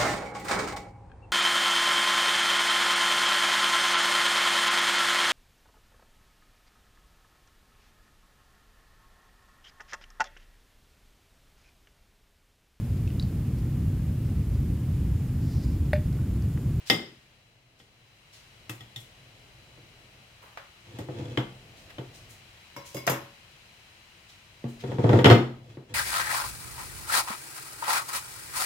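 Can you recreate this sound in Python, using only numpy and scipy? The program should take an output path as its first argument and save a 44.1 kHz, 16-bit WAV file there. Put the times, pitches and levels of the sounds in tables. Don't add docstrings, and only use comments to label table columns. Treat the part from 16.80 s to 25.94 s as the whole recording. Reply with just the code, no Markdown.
import sys
import numpy as np
from scipy import signal
from scipy.fft import rfft, irfft, next_fast_len
from scipy.io import wavfile
from scipy.ndimage import uniform_filter1d

SR = 44100
rng = np.random.default_rng(int(sys.argv[2]) if len(sys.argv) > 2 else 0)


def wav_out(sig):
    wavfile.write(sys.argv[1], SR, np.round(np.clip(np.atleast_2d(sig).T, -1, 1) * 32767).astype(np.int16))


N = 403074
T = np.arange(24000) / SR

# (time [s], glass ring [dB], table boom [dB], wood knock [dB], clack [dB],
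# tick [dB], spot [Hz], spot gain [dB])
CUTS = [(0.0995, -16.5, -31.5, -23.5, -34, -32.5, 3450, 2.5), (1.0, -57.5, -64, -60.5, -66, -75, 2170, -1),
        (1.895, -39.5, -38, -42, -45, -43, 2610, 16), (2.007, -47.5, -47, -56, -70, -62, 3350, 7),
        (2.161, -38.5, -42.5, -57, -68, -49.5, 3500, 13.5), (4.187, -49, -36.5, -37, -54, -53, 1000, 4)]
# (time [s],
# force [dB], ring over knock [dB], spot [Hz], spot gain [dB])
PLATE_BUMPS = [(2.975, -55.5, -17.5, 310, 5), (4.286, -35, -29, 487, 4.5), (4.574, -24.5, -7, 3100, 12),
               (5.183, -36, -11.5, 3110, 15), (7.841, -31, -30, 233.5, 19.5), (8.038, -31.5, -24, 380, 9.5),
               (8.117, -32.5, -20.5, 465, -1), (8.184, -24, -33, 900, 5), (8.241, -18, -34, 500, 2),
               (8.292, -19, -19.5, 790, 9), (8.331, -16.5, -22.5, 900, 1), (8.389, -20.5, -15, 510, 7),
               (8.444, -15.5, -2.5, 3060, 12), (8.457, -10, -9, 2880, 10), (8.500, -12.5, -9, 3700, 5),
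               (8.511, -11.5, -12, 1290, 28), (8.526, -17, -13, 312, 8), (8.971, -41, -24, 885, -6)]
# (time [s], blade ring [dB], wood knock [dB],
# handle clack [dB], tick [dB], spot [Hz], spot gain [dB], left over right [dB])
KNIFE_TAPS = [(3.773, -52.5, -63, -39.5, -62, 2200, 1, 2), (5.9641, -40.5, -46, -45.5, -51.5, 980, 13.5, 2),
              (6.145, -39.5, -36.5, -61, -43, 565, 0, -3), (6.168, -40.5, -46.5, -48, -44.5, 1120, 2, 5.5),
              (6.267, -36, -35.5, -49, -32.5, 5680, 13, 11), (6.276, -28.5, -33.5, -22.5, -45, 666, 19, 2),
              (6.297, -36.5, -28.5, -45, -30.5, 11400, 8.5, 3)]
# (start [s], hardest moment [s], end [s], peak force [dB])
PUSHES = [(4.04, 4.206, 4.25, -39.5), (4.29, 4.396, 4.57, -34), (8.02, 8.1, 8.18, -34),
          (8.189, 8.37, 8.425, -18), (8.838, 8.904, 8.97, -47.5), (9.078, 9.106, 9.2, -43.5)]
# (time [s], time to fall 30 dB [s], level [dB], centre [Hz])
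BRUSHES = [(0.048, 0.16, -42, 4400), (0.969, 0.2, -63.5, 5000), (1.512, 0.29, -53, 4330),
           (1.93, .12, -62, 12000), (2.179, 0.18, -56, 8000), (3.605, 0.33, -52.5, 1090),
           (4.95, 0.4, -58.5, 4600), (5.08, 0.054, -47.5, 1890), (5.324, 0.22, -52.5, 5450),
           (5.48, 0.18, -52, 7500), (6.037, 0.3, -48.5, 6300), (7.47, 0.2, -54.5, 3870),
           (7.865, 0.28, -59, 7400), (7.981, 0.12, -48.5, 2900)]
# (start [s], end [s], level [dB])
HAND_SPELLS = [(0, 1.6, -65.5), (1.7, 3.6, -59), (4.15, 5.6, -54.5), (7.95, 8.92, -50)]
# (time [s], level [dB])
BACKGROUND_LEVEL = [(0, 3.5), (.85, -6.5), (1.699, 2), (3.4, 2), (5.8, 4.5), (8.2, 2.5), (8.7, -4.5)]

# (frequency [Hz], level [dB], t60 [s])
GLASS_MODES = [(791, -6, 0.29), (1259, -7.5, 0.29), (1893, 3.5, 0.18), (2086, -0.5, .32), (2610, -13, 0.17),
               (2913, -8.5, 0.16), (3060, 0, 0.069), (3365, 1, 0.16), (3280, -14.5, 0.21),
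               (3640, -1.5, 0.096), (4270, -8, 0.24), (4870, -9, .2), (4970, -3, 0.097), (5170, -9, .2),
               (5280, -5.5, 0.18), (5480, -7, 0.25), (6430, -12.5, 0.19), (7000, -4, 0.46),
               (8280, -5.5, 0.39), (8860, -4.5, 0.083), (11400, -6.5, .2), (11700, -10.5, 0.24),
               (13000, -10.5, .2), (14200, -8, 0.12)]
STEEL_MODES = [(564, 9, 0.5), (667, -1.5, 0.26), (972, -10, 0.76), (1070, 4.5, 0.45), (2180, 5.5, 0.3),
               (3390, 0.5, 0.25), (2760, 3.5, 0.16), (5020, 2, 0.3), (5600, -0.5, 0.16), (6360, 3.5, 0.18),
               (7300, -6, 0.24), (9900, -1, 0.091), (10500, -5, 0.14), (11280, -3, 0.17), (12000, 0, .19),
               (13600, 4, .17), (14400, -9, .17)]
WOOD_MODES = [(170.2, -4, 0.17), (195.8, -11, 0.5), (234.4, -5.5, 0.43), (275, -4.5, 0.26),
              (307.6, 2.5, 0.17), (341.6, -6.5, 0.31), (385.5, -1.5, 0.22), (436, -7, 0.28),
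              (478, -1, 0.18), (502.4, -2.5, 0.23), (555.7, -5.5, 0.27), (605, -9.5, 0.15),
              (692, -10, 0.26), (719, -9.5, 0.27), (831, -14.5, 0.3), (862, -10.5, .28), (927, -9.5, 0.27),
              (1149, -19.5, 0.35)]
# (frequency [Hz], density [dB])
KNOCK_SPECTRUM = [(40, -44.5), (80, -14.5), (170, -4), (250, -5), (340, 0), (500, -10), (800, -18),
                  (1200, -21.5), (2000, -32), (5000, -58), (16000, -87.5)]
CLACK_SPECTRUM = [(100, -32.5), (400, -10), (900, 2), (1400, 2), (2200, -3.5), (3200, -10), (4500, -18),
                  (8000, -33.5), (16000, -43)]
CHINK_SPECTRUM = [(300, -31.5), (1500, -29.5), (2000, -4.5), (3200, 8), (3900, -0.5), (4500, -11.5),
                  (5600, -13), (7000, -14), (9000, -23.5), (16000, -46)]
TICK_SPECTRUM = [(500, -24.5), (3000, -7), (7000, 4), (9500, -3.5), (12300, 2), (15000, -1.5),
                 (16500, -10.5)]
GRIT_SPECTRUM = [(300, -9), (1200, -1.5), (2200, 0), (3400, -2.5), (4500, -6.5), (8000, -14.5),
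                 (12000, -26), (16000, -36)]
# (frequency [Hz], density [dB])
ROOM_SPECTRUM = [(15, -52.5), (25, -13), (111, -3.5), (145, -9.5), (212, -12.5), (285, -21), (335, -14.5),
                 (384, -18.5), (734, -16), (1700, -15.5), (2000, -12.5), (2990, -11), (3620, -18.5),
                 (4030, -17.5), (16000, -36)]
HAND_SPECTRUM = [(15, -26.5), (35, -5.5), (80, -11.5), (118, 1.5), (170, -13), (300, -16), (700, -16.5),
                 (2000, -49)]
# (frequency [Hz], correlation [0-1])
COHERENCE = [(30, 1), (120, 0.95), (300, 0.97), (600, 0.6), (1200, 0.03), (3000, 0.048), (16000, .1)]


def gain_of(db):
    return 10 ** (np.asarray(db) / 20)


def value_at(points, hz):
    table_hz, value = np.transpose(points)
    return np.interp(np.log(hz + 1), np.log(table_hz + 1), value)


def unit_rms(x):
    return x / np.sqrt(np.mean(x ** 2) + 1e-20)


def unit_hit(x):
    return x / np.sqrt(np.mean(x[:, :SR // 25] ** 2) + 1e-20)


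def steadied(x, seconds):
    power = uniform_filter1d((x ** 2).mean(0), int(seconds * SR))
    return x / np.sqrt(abs(power) + 1e-12)


def add(mix, start, sound):
    part = mix[:, max(round(start * SR), 0):][:, :sound.shape[1]]
    part += sound[:, :part.shape[1]]


def pan(left_db):
    return gain_of(np.array([[left_db], [-left_db]]) / 2)


def noise(spectrum, length):
    size = next_fast_len(length)
    hz = np.fft.rfftfreq(size, 1 / SR)
    left, independent = rfft(rng.standard_normal((2, size)))
    coherence = value_at(COHERENCE, hz)
    right = coherence * left + np.sqrt(1 - coherence ** 2) * independent
    coloured = np.array([left, right]) * gain_of(value_at(spectrum, hz))
    return unit_rms(irfft(coloured, size)[:, :length])


def background(hiss_db=-58.5, whine_hz=3990, whine_db=-71.5, flicker_db=0.5, flicker_s=0.13):
    band = [(.93, -90), (.975, -7), (1, 0), (1.025, -7), (1.07, -90)]
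    whine = noise([(whine_hz * ratio, db) for ratio, db in band], N)
    flicker = unit_rms(uniform_filter1d(rng.standard_normal(N), int(flicker_s * SR)))
    air = gain_of(hiss_db) * noise(ROOM_SPECTRUM, N) + gain_of(whine_db + flicker_db * flicker) * whine
    level_db = np.interp(np.arange(N) / SR, *np.transpose(BACKGROUND_LEVEL))
    return air * gain_of(level_db) * pan(2.9)


def handling(fade_s=0.51):
    t = np.arange(N) / SR
    weight = sum(gain_of(db) * (t >= start) * (t < end) for start, end, db in HAND_SPELLS)
    return uniform_filter1d(weight, int(fade_s * SR)) * noise(HAND_SPECTRUM, N)


def brushing(rise_s=0.026, graininess=0.15):
    out = np.zeros((2, N))
    for start, decay_s, db, hz in BRUSHES:
        envelope = np.minimum(T / rise_s, 1) ** 2 * gain_of(-30 * np.maximum(T - rise_s, 0) / decay_s)
        grains = np.exp(graininess * unit_rms(uniform_filter1d(rng.standard_normal(len(T)), size=60)))
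        swish = noise([(hz / 10, -22), (hz / 2, -5), (hz, 0), (hz * 2, -9), (hz * 4, -22)], len(T))
        add(out, start, gain_of(db) * envelope * grains * swish)
    return out * pan(1.5)


def burst(spectrum, direct_t60, room_db, room_t60):
    power = gain_of(-120 * T / direct_t60) + gain_of(2 * room_db - 120 * T / room_t60)
    attack = 1 - np.exp(-T / 0.00028)
    return unit_hit(noise(spectrum, len(T)) * np.sqrt(power) * attack)


def ring(modes, corner_hz, spot_hz=1, spot_db=0, scatter_db=3.0, blur=0.65, bite=0):
    hz, db, t60 = np.transpose(modes)
    near_spot = np.exp(-(np.log(hz / spot_hz) / 0.076) ** 2)
    db = db + scatter_db * rng.standard_normal(len(hz)) + spot_db * near_spot
    amplitude = gain_of(db) / np.sqrt(1 + (hz / corner_hz) ** 4)
    ear_phase = np.arccos(value_at(COHERENCE, hz)) * rng.choice([-1, 1], len(hz)) / 2
    weights = amplitude * rng.choice([-1, 1], len(hz)) * np.exp(1j * np.array([ear_phase, -ear_phase]))
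    phase = 2 * np.pi * hz[:, None] * T
    decay = gain_of(-60 * T / t60[:, None])
    direct = unit_hit(weights.real @ (np.sin(phase) * decay) + weights.imag @ (np.cos(phase) * decay))
    room = rng.standard_normal(direct.shape, dtype=np.float32) * np.exp(-T / 0.059)
    reflected = irfft(rfft(direct * np.exp(-T / 0.0054)) * rfft(room))
    onset = 1 + bite * np.exp(-T / 0.018)
    return unit_hit(direct * onset + blur * unit_hit(reflected))


def table_boom(hz, room_hz=129):
    fundamental = np.sin(2 * np.pi * hz * T) * gain_of(-60 * T / 0.19)
    room = np.sin(2 * np.pi * room_hz * T) * gain_of(-14 - 60 * T / 0.54) * (1 - np.exp(-T / 0.05))
    attack = 1 - np.exp(-T / 0.0062)
    return unit_hit(np.array([fundamental + room] * 2) * attack)


def table_knock(spot_hz, spot_db, dense_db):
    distinct = ring(WOOD_MODES, 1500, spot_hz, spot_db, blur=0.13) * (1 - np.exp(-T / 0.00067))
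    dense = burst(KNOCK_SPECTRUM, 0.099, -0.5, 0.42)
    return unit_hit(distinct + gain_of(dense_db - spot_db / 2) * dense)


def impact(modes, ring_db, boom_db, wood_db, clack_db, tick_db, spot_hz, spot_db, *,
           boom_hz, corner_hz, pan_db, chink_db, fizz_db, fizz_room_db, blur, bite):
    knock = gain_of(wood_db) * table_knock(spot_hz, spot_db, dense_db=0.5) * pan(1.9)
    table = gain_of(boom_db) * table_boom(boom_hz) + knock
    low_modes = [mode for mode in modes if mode[0] < 6000]
    high_modes = [mode for mode in modes if mode[0] >= 6000]
    chime = ring(low_modes, corner_hz, spot_hz, spot_db, blur=blur, bite=bite)
    chink = gain_of(chink_db) * burst(CHINK_SPECTRUM, 0.017, -15, 0.26)
    tick = ring(high_modes, corner_hz * 2, spot_hz, spot_db, blur=blur * 0.51, bite=bite * 0.88)
    fizz = gain_of(fizz_db) * burst(TICK_SPECTRUM, 0.029, fizz_room_db, 0.24)
    clack = gain_of(clack_db) * burst(CLACK_SPECTRUM, 0.032, -12, 0.38)
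    body = clack + gain_of(ring_db) * unit_hit(chime + chink)
    return table + pan(pan_db) * body + gain_of(tick_db) * unit_hit(tick + fizz)


def knife_tapping(level_db=-3, boom_over_knock_db=-4):
    out = np.zeros((2, N))
    for start, ring_db, wood_db, clack_db, tick_db, spot_hz, spot_db, pan_db in KNIFE_TAPS:
        boom_db = wood_db + boom_over_knock_db
        hit = impact(STEEL_MODES, ring_db, boom_db, wood_db, clack_db, tick_db, spot_hz, spot_db,
                     boom_hz=129, corner_hz=7000, pan_db=pan_db,
                     chink_db=-19, fizz_db=1.5, fizz_room_db=-4, blur=0.83, bite=0.35)
        add(out, start, hit)
    return gain_of(level_db) * out


def slips(per_s, spread_db):
    sizes = gain_of(spread_db * np.minimum(rng.exponential(1, SR), 3)) * rng.choice([-1, 1], SR)
    return sizes * (rng.random(SR) < per_s / SR)


def plate_sliding(swell_db=16.5, ease_db=8):
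    grit = burst(GRIT_SPECTRUM, 0.018, -8.5, 0.23) + gain_of(-19) * ring(GLASS_MODES, 1800)
    boom = table_boom(113.5)
    judder = table_knock(spot_hz=910, spot_db=-1, dense_db=-0.5)
    out = np.zeros((2, N))
    for start, hardest, end, peak_db in PUSHES:
        t = np.arange(start - .1, end + .05, 1 / SR)
        force_db = peak_db - np.interp(t, [start, hardest, end], [swell_db, 0, ease_db])
        moving = (t > start) * (t < end)
        jerks = slips(per_s=200, spread_db=5)[:len(t)]
        grains = slips(per_s=430, spread_db=4.3)[:len(t)]
        layers = [(jerks, boom, -2, 1), (jerks, judder, 1.5, 1.157), (grains, grit, -31, 0.59)]
        for impulses, response, layer_db, force_exponent in layers:
            envelope = uniform_filter1d(gain_of(layer_db + force_exponent * force_db) * moving, size=500)
            vibration = signal.oaconvolve(impulses[None], response, axes=1)[:, :len(t)]
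            add(out, t[0], envelope * steadied(vibration, seconds=0.083))
    return out * pan(0.85)


def plate_bumping(level_db=-3, full_force_hz=107, sag_hz_per_db=0.67):
    out = np.zeros((2, N))
    for start, force_db, hardness_db, spot_hz, spot_db in PLATE_BUMPS:
        edge_db = 0.63 * hardness_db
        hit = impact(GLASS_MODES, ring_db=hardness_db, boom_db=0.1, wood_db=0,
                     clack_db=edge_db - 3, tick_db=edge_db - 25, spot_hz=spot_hz, spot_db=spot_db,
                     boom_hz=full_force_hz - sag_hz_per_db * force_db, corner_hz=3120, pan_db=1.5,
                     chink_db=-4, fizz_db=8, fizz_room_db=8, blur=0.85, bite=0.72)
        add(out, start, gain_of(force_db) * hit)
    return gain_of(level_db) * out


def cutting(level_db=-3, firm_db=-16, firm_corner_hz=9000, brightening=0.19):
    out = np.zeros((2, N))
    for start, ring_db, boom_db, wood_db, clack_db, tick_db, spot_hz, spot_db in CUTS:
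        corner_hz = firm_corner_hz * gain_of(brightening * (ring_db - firm_db))
        hit = impact(GLASS_MODES, ring_db, boom_db, wood_db, clack_db, tick_db, spot_hz, spot_db,
                     boom_hz=117, corner_hz=corner_hz, pan_db=3.5,
                     chink_db=-8.5, fizz_db=3, fizz_room_db=-7, blur=0.99, bite=2.55)
        add(out, start, hit)
    return gain_of(level_db) * out


def scene(low_cut_hz=75):
    low_cut = signal.butter(4, low_cut_hz, "high", fs=SR, output="sos")
    contacts = cutting() + plate_bumping() + knife_tapping() + plate_sliding()
    return signal.sosfilt(low_cut, contacts) + brushing() + handling() + background()


def record(dry, cutoff_hz=16100):
    rounded = dry / (1 + dry ** 12) ** (1 / 12)
    lowpass = signal.firwin(511, cutoff_hz, window=("kaiser", 9), fs=SR)
    return signal.oaconvolve(rounded, lowpass[None], "same")


dry = scene()
out = record(dry)
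wav_out(out)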